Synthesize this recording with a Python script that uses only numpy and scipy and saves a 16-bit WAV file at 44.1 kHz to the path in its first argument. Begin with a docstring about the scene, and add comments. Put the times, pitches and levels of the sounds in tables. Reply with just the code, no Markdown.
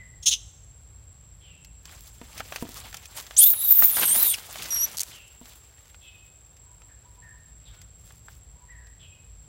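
"""Macaques in a forest: one barks a harsh chirp made of throbbing noise shaped by sliding resonances.
Another screams, with a whistle that tears into a rasp over a hoarse lower voice, then gives a thin squeak.
They scuffle over dry leaves (showers of tiny clicks); twigs snap and a stick splinters (bursts of noise
that die away), and feet thud on a log (ringing tones). Distant birds whistle and chirp with sliding tones,
an insect drones as narrow bands of noise, and a low rumble and soft forest hush lie under it all."""
import sys
import numpy as np
from scipy import signal
from scipy.fft import rfft, irfft, next_fast_len
from scipy.io import wavfile
from scipy.ndimage import map_coordinates

SR = 44100
rng = np.random.default_rng(int(sys.argv[2]) if len(sys.argv) > 2 else 0)


def wav_record(signal):
    """Record a signal, one row per channel, as 16-bit PCM in the file named by sys.argv[1]."""
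    frames = np.transpose(np.atleast_2d(signal))
    bounded = np.clip(frames, -1, 1)
    # unit amplitude maps onto the largest positive 16-bit level
    quanta = np.round(bounded * 32767).astype(np.int16)
    wavfile.write(sys.argv[1], SR, quanta)


N = 418054
TIME = np.arange(N) / SR  # seconds

# All levels in the tables are relative: the functions add their own level settings.
# A t60 is the time a sound takes to fall by 60 dB.

# bursts of the bark: (time [s], hold [s], level [dB], lower resonances against upper [dB])
BARK_BURSTS = [(0.223, 0.0059, -38, -9), (0.2566, 0.021, -15.5, -7.5), (0.307, 0.022, -24.5, 0)]
# throat resonances of the bark, lower and upper group: (frequency [Hz], width [Hz], level [dB])
BARK_LOWER = [(1250, 240, -19.5), (3330, 800, 5), (3870, 260, -9)]
BARK_UPPER = [(5530, 330, -7.5), (6240, 880, -1.5), (9160, 940, -14), (13800, 2550, -21.5)]
# the bark's resonances slide with the mouth: (time [s], frequency ratio [-])
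BARK_GLIDE = [(.26, 1.026), (.28, 0.99), (.297, 1.11), (.318, 1.02), (.345, 0.96)]
BARK_ATTACK_S, BARK_RELEASE_T60_S = 0.0088, 0.082

# the scream climbs and sinks: (time [s], whistle pitch [Hz], rasp against whistle [dB])
SCREAM_PATH = [(3.367, 5884, 1.5), (3.395, 8440, -2), (3.44, 11790, 8), (3.475, 14600, 5.5),
               (3.51, 13900, 12), (3.54, 11510, -5.5), (3.565, 10340, -2), (3.6, 11070, 3),
               (3.665, 11980, 1), (3.711, 14460, 6.5), (3.78, 14620, -0.5), (3.881, 15050, -2),
               (3.904, 11700, 5.5), (3.945, 9700, 6.5), (4.05, 8900, 7.5), (4.09, 8230, -3),
               (4.149, 9450, -2), (4.211, 10800, 11.5), (4.3, 9250, 6), (4.333, 8650, -2),
               (4.353, 5010, -2)]
# effort of the scream: (time [s], level [dB])
SCREAM_EFFORT = [(3.367, -26), (3.391, -10), (3.517, -15.5), (3.563, -33.5), (3.695, -18), (3.713, -12.5),
                 (3.745, -19), (3.777, -17), (3.847, -13), (3.857, -11.5), (3.919, -25.5), (4.067, -24),
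                 (4.071, -22), (4.273, -19.5), (4.335, -26.5), (4.354, -40)]
# hoarse lower voice, dropping in pitch at the end: (time [s], pitch [Hz], level [dB])
LOWER_VOICE = [(3.367, 3000, -60), (3.42, 3315, -34.5), (3.47, 3750, -37), (3.51, 3830, -59),
               (3.62, 3804, -42.5), (3.8, 3600, -54.5), (4.0, 3480, -47), (4.08, 2780, -41),
               (4.21, 4090, -41), (4.333, 3416, -41), (4.343, 2960, -25), (4.354, 2236, -37.5)]
# overtones of the lower voice: (harmonic number [-], level [dB])
LOWER_VOICE_HARMONICS = [(1, 2), (2, -4), (4, -15.5)]
# colour of the breath noise from the open mouth: (frequency [Hz], level [dB])
MOUTH = [(1500, -35), (2700, -10.5), (3600, -3), (5000, -7), (7000, -1), (10000, 5), (15800, -6.5)]
# the rasp's resonance pulls away above the whistle as the mouth opens, up to a ceiling
RASP_ABOVE_HZ, RASP_CEILING_HZ, MOUTH_OPENS_S = 3700, 14640, .1

# clean squeak: (time [s], pitch [Hz], level [dB])
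SQUEAK_PATH = [(4.706, 5840, -28.5), (4.724, 5750, -27.5), (4.751, 5650, -26.5), (4.758, 5930, -33),
               (4.768, 5710, -26), (4.789, 5585, -30), (4.802, 5770, -27.5), (4.819, 5720, -25.5),
               (4.847, 5970, -22), (4.858, 5730, -37)]

# how busy the monkeys are in the leaves: (time [s], level [dB])
SCUFFLE_LEVEL = [(1.8, -85), (1.88, -78), (2.3, -57), (2.55, -49.5), (3.08, -57), (4.1, -42), (4.43, -48.5),
                 (4.78, -43), (5.3, -64.5), (5.85, -64.5), (6.1, -72.5), (8.5, -80)]
# single pushes through the leaves: (middle time [s], length [s], level [dB], crispness [dB])
RUSTLES = [(1.929, 0.075, -52.5, -1.5), (2.05, 0.098, -60.5, 6.5), (2.388, 0.05, -44.5, -3.5),
           (2.776, 0.042, -46, 1.5), (2.861, 0.029, -43.5, -10), (3.183, .045, -46, 1.5),
           (4.022, 0.064, -33, -5), (4.199, 0.1, -37.5, 4), (4.618, 0.087, -41, -2),
           (5.105, 0.062, -48.5, 1), (5.51, 0.077, -56.5, 1.5), (7.74, .12, -61, -9.5),
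           (8.09, 0.13, -67, 6), (8.317, .08, -65.5, 3.5)]
# colour of the dull shuffle and of the crisp leaves: (frequency [Hz], level [dB])
SHUFFLE = [(120, -3.5), (300, -7.5), (800, -3), (1600, -3.5), (3500, -3), (6000, -12)]
LEAVES = [(3500, -7), (6000, -3), (9000, -4.5), (11000, -6.5), (15800, -1.5)]

# twigs, leaves and nibbles; thin things break brighter: (time [s], level [dB], brightness [dB])
SNAPS = [(1.647, -51.5, 7), (1.855, -42.5, 2.5), (1.893, -48, -2), (2.215, -51.5, -9), (2.379, -38, 4.5),
         (2.404, -35, -9), (2.523, -33, -7), (2.56, -29.5, 0), (2.928, -42.5, 0), (2.943, -34.5, 2),
         (2.969, -48.5, 13.5), (3.056, -44, 6.5), (3.175, -41, 7), (3.2, -39.5, 2), (3.266, -48, 8),
         (3.309, -40.5, -4.5), (3.537, -41, -5), (3.823, -24.5, -5), (3.837, -28.5, 3),
         (3.969, -25.5, -1.5), (4.033, -26, -4), (4.383, -39, 1), (4.557, -36, -3.5), (4.622, -35.5, 5.5),
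         (4.932, -49, -5), (5.456, -48, 4), (5.855, -57, 5), (5.945, -51.5, -1.5), (6.568, -60, 6),
         (6.819, -54, -2.5), (7.816, -52.5, 8), (8.106, -56.5, -11.5), (8.284, -50.5, -9),
         (8.869, -54.5, 1)]
# fibres of a dry stick breaking: (time [s], level [dB])
SPLINTERS = [(4.9709, -22), (4.9775, -21.5), (4.9841, -17.5), (4.9949, -16), (5.0035, -16), (5.007, -14),
             (5.0119, -18), (5.016, -18), (5.033, -19.5)]
SPLINTER_T60_S = .008

# feet landing on the log: (time [s], level [dB])
THUDS = [(2.215, -28), (2.401, -32), (2.625, -16.5), (2.652, -27.5), (2.69, -30.5), (3.825, -28),
         (4.035, -29.5), (4.166, -25), (5.414, -35)]
# tones at which the log rings: (frequency [Hz], level [dB], t60 [s])
LOG_MODES = [(190.6, -19.5, 0.108), (246, -8, 0.11), (289.8, -7.5, 0.081), (353, -9, 0.055),
             (463, -7, 0.042), (671, -11, 0.066), (934, -9, 0.049)]

# distant birds, falling chirps: (start time [s], length [s], middle pitch [Hz], level [dB])
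CHIRPS = [(1.402, .16, 2930, -52.5), (5.113, .11, 2900, -46.5), (6.009, 0.11, 3165, -51),
          (6.882, 0.053, 1790, -57.5), (7.651, 0.05, 3510, -52), (7.705, .07, 1550, -60.5),
          (8.991, 0.085, 3080, -50.5)]
# thin, nearly level whistles: (start time [s], middle pitch [Hz], level [dB])
WHISTLES = [(1.51, 2720, -63), (6.02, 2570, -51), (6.04, 3600, -66), (9.02, 2553, -57.5)]
# soft hoots: (start time [s], length [s], level [dB])
HOOTS = [(6.62, 0.15, -64), (7.044, 0.036, -56), (7.171, 0.031, -53.5), (8.548, .13, -58.5)]
# arched whoops: (start time [s], middle pitch [Hz], level [dB])
WHOOPS = [(-0.04, 2044, -45), (7.219, 1825, -46.5), (7.27, 1730, -60.5), (8.684, 1944, -46.5),
          (8.77, 1720, -59)]
# shape of each kind of note, pitches as ratios to the middle:
# (start pitch [ratio], end pitch [ratio], line width at the start [Hz])
CHIRP_SHAPE = (1.1, 0.86, 370)
WHISTLE_SHAPE = (1.02, 0.96, 26)
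HOOT_SHAPE = (0.97, 1.01, 25)
WHOOP_SHAPE = (0.96, .89, 34)
WHOOP_S, WHISTLE_S, HOOT_HZ = .085, .17, 976

# narrow bands of the insect's buzz: (frequency [Hz], width [Hz], level [dB])
INSECT = [(7562, 181, 0), (9125, 136, -20)]
# colour of the low rumble: (frequency [Hz], level [dB])
RUMBLE = [(25, -25), (40, -14.5), (53, 4.5), (70, -3), (108, -4), (135, -13), (165, -12.5), (200, -25),
          (250, -27.5)]
# loudness of the rumble: (time [s], level [dB])
RUMBLE_LEVEL = [(0.0, -46.5), (0.47, -51.5), (2.95, -49), (3.09, -54), (6.34, -56.5), (7.76, -50),
                (9.48, -51)]
# colour of the forest hush: (frequency [Hz], level [dB])
AIR = [(200, -6.5), (500, -4), (900, -8), (1800, -12), (3000, -13), (7000, -17.5)]
AIR_DB = -65
# how long echoes last among the trunks: (frequency [Hz], t60 [s])
FOREST_T60 = [(200, 1), (1000, .9), (2500, 0.65), (6500, 0.88), (15000, 0.55)]
CUTOFF_HZ = 15900


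def bark(rattle_hz=340, rattle_depth=0.41, lower_db=0, upper_db=-1.0):
    """Chaotic voice: unevenly throbbing noise through the throat's sliding resonances."""
    rattle = np.cos(phase_of(rattle_hz * (1 + 0.242 * drift(200))))
    source = white() * (1 + rattle_depth * rattle)
    # reading the noise faster or slower slides its frequencies; one second is enough
    read_at = [np.cumsum(in_time(BARK_GLIDE)[0])[:SR]]

    def slide(resonances):
        """Resonate the source, then slide the result in frequency."""
        return np.pad(map_coordinates(resonate(source, resonances), read_at), (0, N - SR))

    low, high = slide(BARK_LOWER), slide(BARK_UPPER)
    voice = np.zeros(N)
    for start, hold, db, lower_against_upper in BARK_BURSTS:
        colours = from_db(lower_against_upper + lower_db) * low + from_db(upper_db) * high
        voice += burst(start, hold) * from_db(db) * colours
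    return band(voice, 2160, 17000, order=3)


def burst(start, hold):
    """Attack, hold and release of one burst of the bark."""
    age = TIME - start
    attack = np.clip(age / BARK_ATTACK_S, 0, 1)
    release_age = np.maximum(age - BARK_ATTACK_S - hold, 0)
    return attack * from_db(-60 * release_age / BARK_RELEASE_T60_S)


def scream(whistle_db=0, rasp_db=0, lower_db=-1, falter_db=3, hoarseness=.028):
    """Two very high voices at once: a whistle that keeps tearing into a rasp, and a hoarse lower tone."""
    pitch, tearing = in_time(SCREAM_PATH)
    effort, = in_time(SCREAM_EFFORT)
    # whistle and rasp share the power of the effort
    whistle = effort - 10 * np.log10(1 + 10 ** (tearing / 10))
    rasp = whistle + tearing

    # the whistle's pitch shakes ever more as the rasp takes over
    broken = 1 / (1 + from_db(2 * (5 - tearing)))
    shake = .008 * drift(110) + (.008 + .05 * broken) * drift(1500) + .02 * broken * drift(200)
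    whistle_level = whistle + whistle_db + falter_db * drift(30) + 2.6 * drift(120)
    tone = from_db(whistle_level) * np.sin(phase_of(pitch * (1 + shake)))

    lower_hz, lower = in_time(LOWER_VOICE)
    lower_shake = hoarseness * from_db(4 * drift(25)) * drift(1200) + .016 * drift(90)
    phase = phase_of(lower_hz * (1 + lower_shake))
    hoarse = np.zeros(N)
    for harmonic, db in LOWER_VOICE_HARMONICS:
        hoarse += from_db(lower + lower_db + db + 4 * drift(60)) * np.sin(round(harmonic) * phase)

    start, end = SCREAM_PATH[0][0], SCREAM_PATH[-1][0]
    opening = 1 - np.exp(-np.maximum(TIME - start, 0) / MOUTH_OPENS_S)
    centre = np.minimum(pitch + RASP_ABOVE_HZ * opening, RASP_CEILING_HZ)
    noisy = from_db(rasp + rasp_db + 1.9 * drift(70)) * shriek(centre)
    return (np.sqrt(2) * (tone + hoarse) + noisy) * gate(start, end, .003)


def shriek(centre_hz, scatter_hz=1350, strand_width_hz=260, mouth_db=-8, tightening_db=5, count=6):
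    """Rasp: unstable tones wander about a moving resonance; past 13 kHz the tight mouth mutes the rest."""
    tight = np.maximum(centre_hz - 13000, 0) / 1000  # kHz above 13 kHz
    strands = 0
    for _ in range(count):
        wander = scatter_hz * (drift(22) + .4 * drift(120)) / (1 + .25 * tight)
        hz = centre_hz + wander + strand_width_hz * drift(1800)
        strands = strands + from_db(4 * drift(150)) * np.sin(phase_of(hz))
    breath = from_db(mouth_db - tightening_db * tight) * colour(white(), MOUTH)
    return rms_one(strands) + breath


def squeak(jitter=0.0046, level_db=0, octave_db=-4, hiss_db=-14):
    """A thin, slightly shaky whistle and its octave, with a little hiss."""
    pitch, level = in_time(SQUEAK_PATH)
    phase = phase_of(pitch * (1 + jitter * drift(760)))
    octave = from_db(octave_db + 4.4 * drift(120)) * np.sin(2 * phase)
    tone = from_db(level) * (np.sin(phase) + octave)
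    hiss = from_db(level + hiss_db + 4 * drift(90)) * colour(white(), MOUTH)
    mixed = np.sqrt(2) * from_db(level_db) * tone + hiss
    return mixed * gate(SQUEAK_PATH[0][0], SQUEAK_PATH[-1][0], .002)


def scuffle(shuffle_db=0, leaves_db=0, clump_db=2, colour_db=3, tick_db=-6, ticks_per_s=70):
    """Bodies brush through dry leaves: clumps of tiny cracks and some sharp ticks, swelling with each push."""
    shuffle = crackle = from_db(in_time(SCUFFLE_LEVEL)[0])
    for middle, length, db, crisp_db in RUSTLES:
        push = from_db(db) * swell(middle, length)
        # hypot adds the powers
        shuffle = np.hypot(shuffle, push)
        crackle = np.hypot(crackle, from_db(crisp_db) * push)
    clumps = clump_db * drift(32)
    dull_grains = patchy(colour(grains(6000, 3.5), SHUFFLE), colour_db)
    crisp_grains = patchy(colour(grains(5000, 4.0), LEAVES), colour_db)
    low = shuffle * from_db(shuffle_db + clumps) * dull_grains
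    high = crackle * from_db(leaves_db + clumps) * crisp_grains
    ticks = crackle * from_db(tick_db) * colour(grains(ticks_per_s, 4.5), LEAVES)
    return low + high + ticks


def swell(middle, length):
    """A smooth rise and fall; length is its width at half power."""
    return 2 ** (-2 * ((TIME - middle) / length) ** 2)


def patchy(x, depth_db):
    """Each leaf has its own colour: every band swells and fades by itself."""
    edges = np.geomspace(100, 17000, 13)
    total = np.zeros(N)
    for k, (low, high) in enumerate(zip(edges, edges[1:])):
        # every second band is flipped in sign
        total += band(x, low, high) * from_db(depth_db * drift(35)) * (-1) ** k
    return rms_one(total)


def snaps(crack_t60=0.025, tail_t60=0.0877, tail_db=-15, woody_db=-3, middle_db=-1, crisp_db=-3, top_db=-4):
    """Each snap is a brief crack and a rustling tail, coloured by the size of what breaks."""
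    times, level, bright = np.transpose(SNAPS)
    wood = resonate(white(), [(820, 380, -1.6), (1316, 700, 0.93)])
    middle = patchy(band(white(), 1930, 3700), 1.856)
    top = rms_one(band(white(), 4300, 7200)) + from_db(top_db) * rms_one(band(white(), 7200, 17000))
    out = np.zeros(N)
    for db, noise in [(woody_db - bright, wood), (middle_db, middle), (crisp_db + bright, top)]:
        crack = strikes(times, level + db, crack_t60)
        tail = strikes(times, level + db + tail_db, tail_t60)
        out += noise * (crack + tail)
    return out


def splinters(level_db=-1):
    """A dry stick splinters: a quick run of sharp, bright fibre breaks made of short noise."""
    times, peak = np.transpose(SPLINTERS)
    noise = colour(white(), [(2000, -18), (4000, -2.5), (6500, 2.5), (10000, -2.5), (16000, -9)])
    return noise * strikes(times, peak + level_db, SPLINTER_T60_S)


def thuds(level_db=-8):
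    """A soft foot sets the log ringing at its own tones, each dying away at its own rate."""
    times, peak = np.transpose(THUDS)
    out = np.zeros(N)
    for hz, db, t60 in LOG_MODES:
        clicks = np.zeros(N)
        # each landing excites each tone by a different amount
        uneven_db = rng.normal(0, 2.93, len(times))
        clicks[np.round(times * SR).astype(int)] = from_db(peak + db + level_db + uneven_db)
        # a two-step feedback filter rings as a decaying sine
        decay, angle = from_db(-60 / (t60 * SR)), 2 * np.pi * hz / SR
        feedback = [1, -2 * decay * np.cos(angle), decay * decay]
        out += signal.lfilter([0, np.sin(angle)], feedback, clicks + 1e-18)
    return out


def birds(level_db=0, final_roughness=0.46):
    """Chirps, whistles, hoots and whoops: tones of curving pitch that start rough and end purer."""
    notes = [(start, length, hz, db, CHIRP_SHAPE) for start, length, hz, db in CHIRPS]
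    notes += [(start, WHISTLE_S, hz, db, WHISTLE_SHAPE) for start, hz, db in WHISTLES]
    notes += [(start, length, HOOT_HZ, db, HOOT_SHAPE) for start, length, db in HOOTS]
    notes += [(start, WHOOP_S, hz, db, WHOOP_SHAPE) for start, hz, db in WHOOPS]
    out = np.zeros(N)
    for start, length, middle_hz, db, (first, last, width) in notes:
        at = np.flatnonzero((TIME >= start) & (TIME < start + length))
        progress = (TIME[at] - start) / length  # 0 to 1 through the note
        curve = np.polyfit([0, .5, 1], [first, 1, last], 2)
        pitch = middle_hz * np.polyval(curve, progress)
        # random pitch jumps widen the tone into a rough line
        roughness = 1 - progress + final_roughness * progress
        jumps = np.sqrt(abs(width) * SR / (2 * np.pi)) * rng.standard_normal(SR)[:len(at)]
        envelope = np.sqrt(np.abs(np.sin(np.pi * progress)))
        note = np.sin(phase_of(pitch + roughness * jumps)) * envelope
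        out[at] += from_db(db + level_db) * band(note, middle_hz * .6, middle_hz * 1.8)
    return out


def background(insect_db=-56.5, rumble_db=0, air_db=0, hiss_db=-76):
    """An insect's narrow noise bands over low rumble, the forest hush of dense clicks, and a faint hiss."""
    rumble, = in_time(RUMBLE_LEVEL)
    buzz = from_db(insect_db + 1.0 * drift(40)) * resonate(white(), INSECT)
    low = from_db(rumble + rumble_db) * colour(white(), RUMBLE)
    air = from_db(AIR_DB + air_db) * colour(grains(20000, 2.5), AIR)
    hiss = from_db(hiss_db) * rms_one(band(white(), 10500, 16000))
    return buzz + low + air + hiss


def nearby(x, t60=0.19, count=40):
    """Sparse early echoes off the ground, the log and the closest trunks."""
    delays, signs = rng.random((2, count))
    delays = .003 + .12 * delays ** 2  # seconds, crowded towards the start
    taps = np.zeros(SR)
    taps[(delays * SR).astype(int)] = np.sign(signs - .5) * from_db(-60 * delays / t60)
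    return signal.fftconvolve(x, taps / np.sqrt(np.sum(taps ** 2)))[:N]


def forest(x):
    """Countless faint echoes from trunks and leaves: noise whose bands die away at their own rates."""
    t, edges = TIME[:SR], np.geomspace(150, 17000, 9)
    tail = np.zeros(SR)
    for low, high in zip(edges, edges[1:]):
        t60 = at_hz(FOREST_T60, np.sqrt(low * high))
        tail += band(rng.standard_normal(SR), low, high) * from_db(-60 * t / t60)
    tail = tail * (1 - np.exp(-t / 0.0072))  # the echoes build up softly
    tail = signal.sosfilt(signal.butter(2, 14500, fs=SR, output="sos"), tail)
    return signal.fftconvolve(x, tail / np.sqrt(np.sum(tail ** 2)))[:N]


def from_db(db):
    """Turn decibels into a gain."""
    return 10 ** (np.asarray(db) / 20)


def rms_one(x):
    """Scale to an average power of one."""
    return x / np.sqrt(np.mean(x ** 2) + 1e-20)


def in_time(rows):
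    """Draw straight lines between the rows: each column's value at every sample."""
    times, *columns = np.transpose(rows)
    return [np.interp(TIME, times, column) for column in columns]


def gate(start, end, edge):
    """Open from start to end, with short ramps outside."""
    return np.clip((TIME - start) / edge + 1, 0, 1) * np.clip((end - TIME) / edge + 1, 0, 1)


def at_hz(points, hz):
    """Read a frequency table on a logarithmic axis, where octaves are equally wide."""
    points = np.array(points)
    return np.interp(np.log(np.maximum(hz, 1)), np.log(points[:, 0]), points[:, 1])


def white():
    """Fresh white noise."""
    return rng.standard_normal(N)


def drift(rate):
    """Random wander about zero, spread near 1: straight lines between 2 * rate random points a second."""
    points = rng.standard_normal(8 * N // 100)
    return 1.2 * np.interp(TIME * rate * 2, np.arange(len(points)), points)


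def colour(x, spectrum):
    """Shape by a spectrum that falls away beyond its ends; unit power."""
    size = next_fast_len(N)
    hz = np.maximum(np.arange(size // 2 + 1) * SR / size, 1)
    skirts = np.minimum(1, hz / spectrum[0][0]) ** 3 * np.minimum(1, spectrum[-1][0] / hz) ** 3
    shaped = rfft(x, size) * from_db(at_hz(spectrum, hz)) * skirts
    return rms_one(irfft(shaped, size)[:N])


def band(x, low_hz, high_hz, order=2):
    """Keep only the frequencies between two limits."""
    limits = [low_hz, min(high_hz, SR * .45)]
    return signal.sosfilt(signal.butter(order, limits, "band", fs=SR, output="sos"), x + 1e-18)


def resonate(x, resonances):
    """Steep-sided resonances side by side; unit power."""
    total = 0
    for hz, width, db in resonances:
        total = total + from_db(db) * rms_one(band(x, hz - width / 2, hz + width / 2))
    return rms_one(total)


def phase_of(hz):
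    """Running phase of a moving frequency."""
    return 2 * np.pi * np.cumsum(hz) / SR


def grains(per_s, spread_db):
    """Random clicks of very unequal size."""
    hits = rng.random(N) < per_s / SR
    sizes = from_db(spread_db * np.minimum(rng.exponential(1, N), 4))
    return hits * sizes * np.sign(white())


def strikes(times, levels_db, t60):
    """Envelope that jumps at each time and dies away."""
    clicks = np.zeros(N)
    clicks[np.round(np.asarray(times) * SR).astype(int)] = from_db(levels_db)
    return signal.lfilter([1], [1, -from_db(-60 / (t60 * SR))], clicks + 1e-18)


def scene(early_db=-18, bark_echo_db=-27, near_echo_db=-30, bird_echo_db=-5, bird_direct_db=-2):
    """The monkeys are close and nearly dry; the birds are far off, with strong echo."""
    chirp, cries, far = bark(), scream() + squeak(), birds()
    movement = scuffle() + snaps() + splinters() + thuds()
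    early = from_db(early_db) * nearby(chirp + cries)
    near_echo = from_db(bark_echo_db) * chirp + from_db(near_echo_db) * (cries + movement)
    late = forest(near_echo + from_db(bird_echo_db) * far)
    direct = chirp + cries + movement + from_db(bird_direct_db) * far
    return (direct + early + late + background())[None]


def record(dry):
    """Loud peaks are rounded and the top is cut steeply."""
    rounded = 1.2 * np.tanh(dry / 1.2)
    return signal.sosfilt(signal.ellip(12, .1, 80, CUTOFF_HZ, fs=SR, output="sos"), rounded)


dry = scene()
out = record(dry)
wav_record(out)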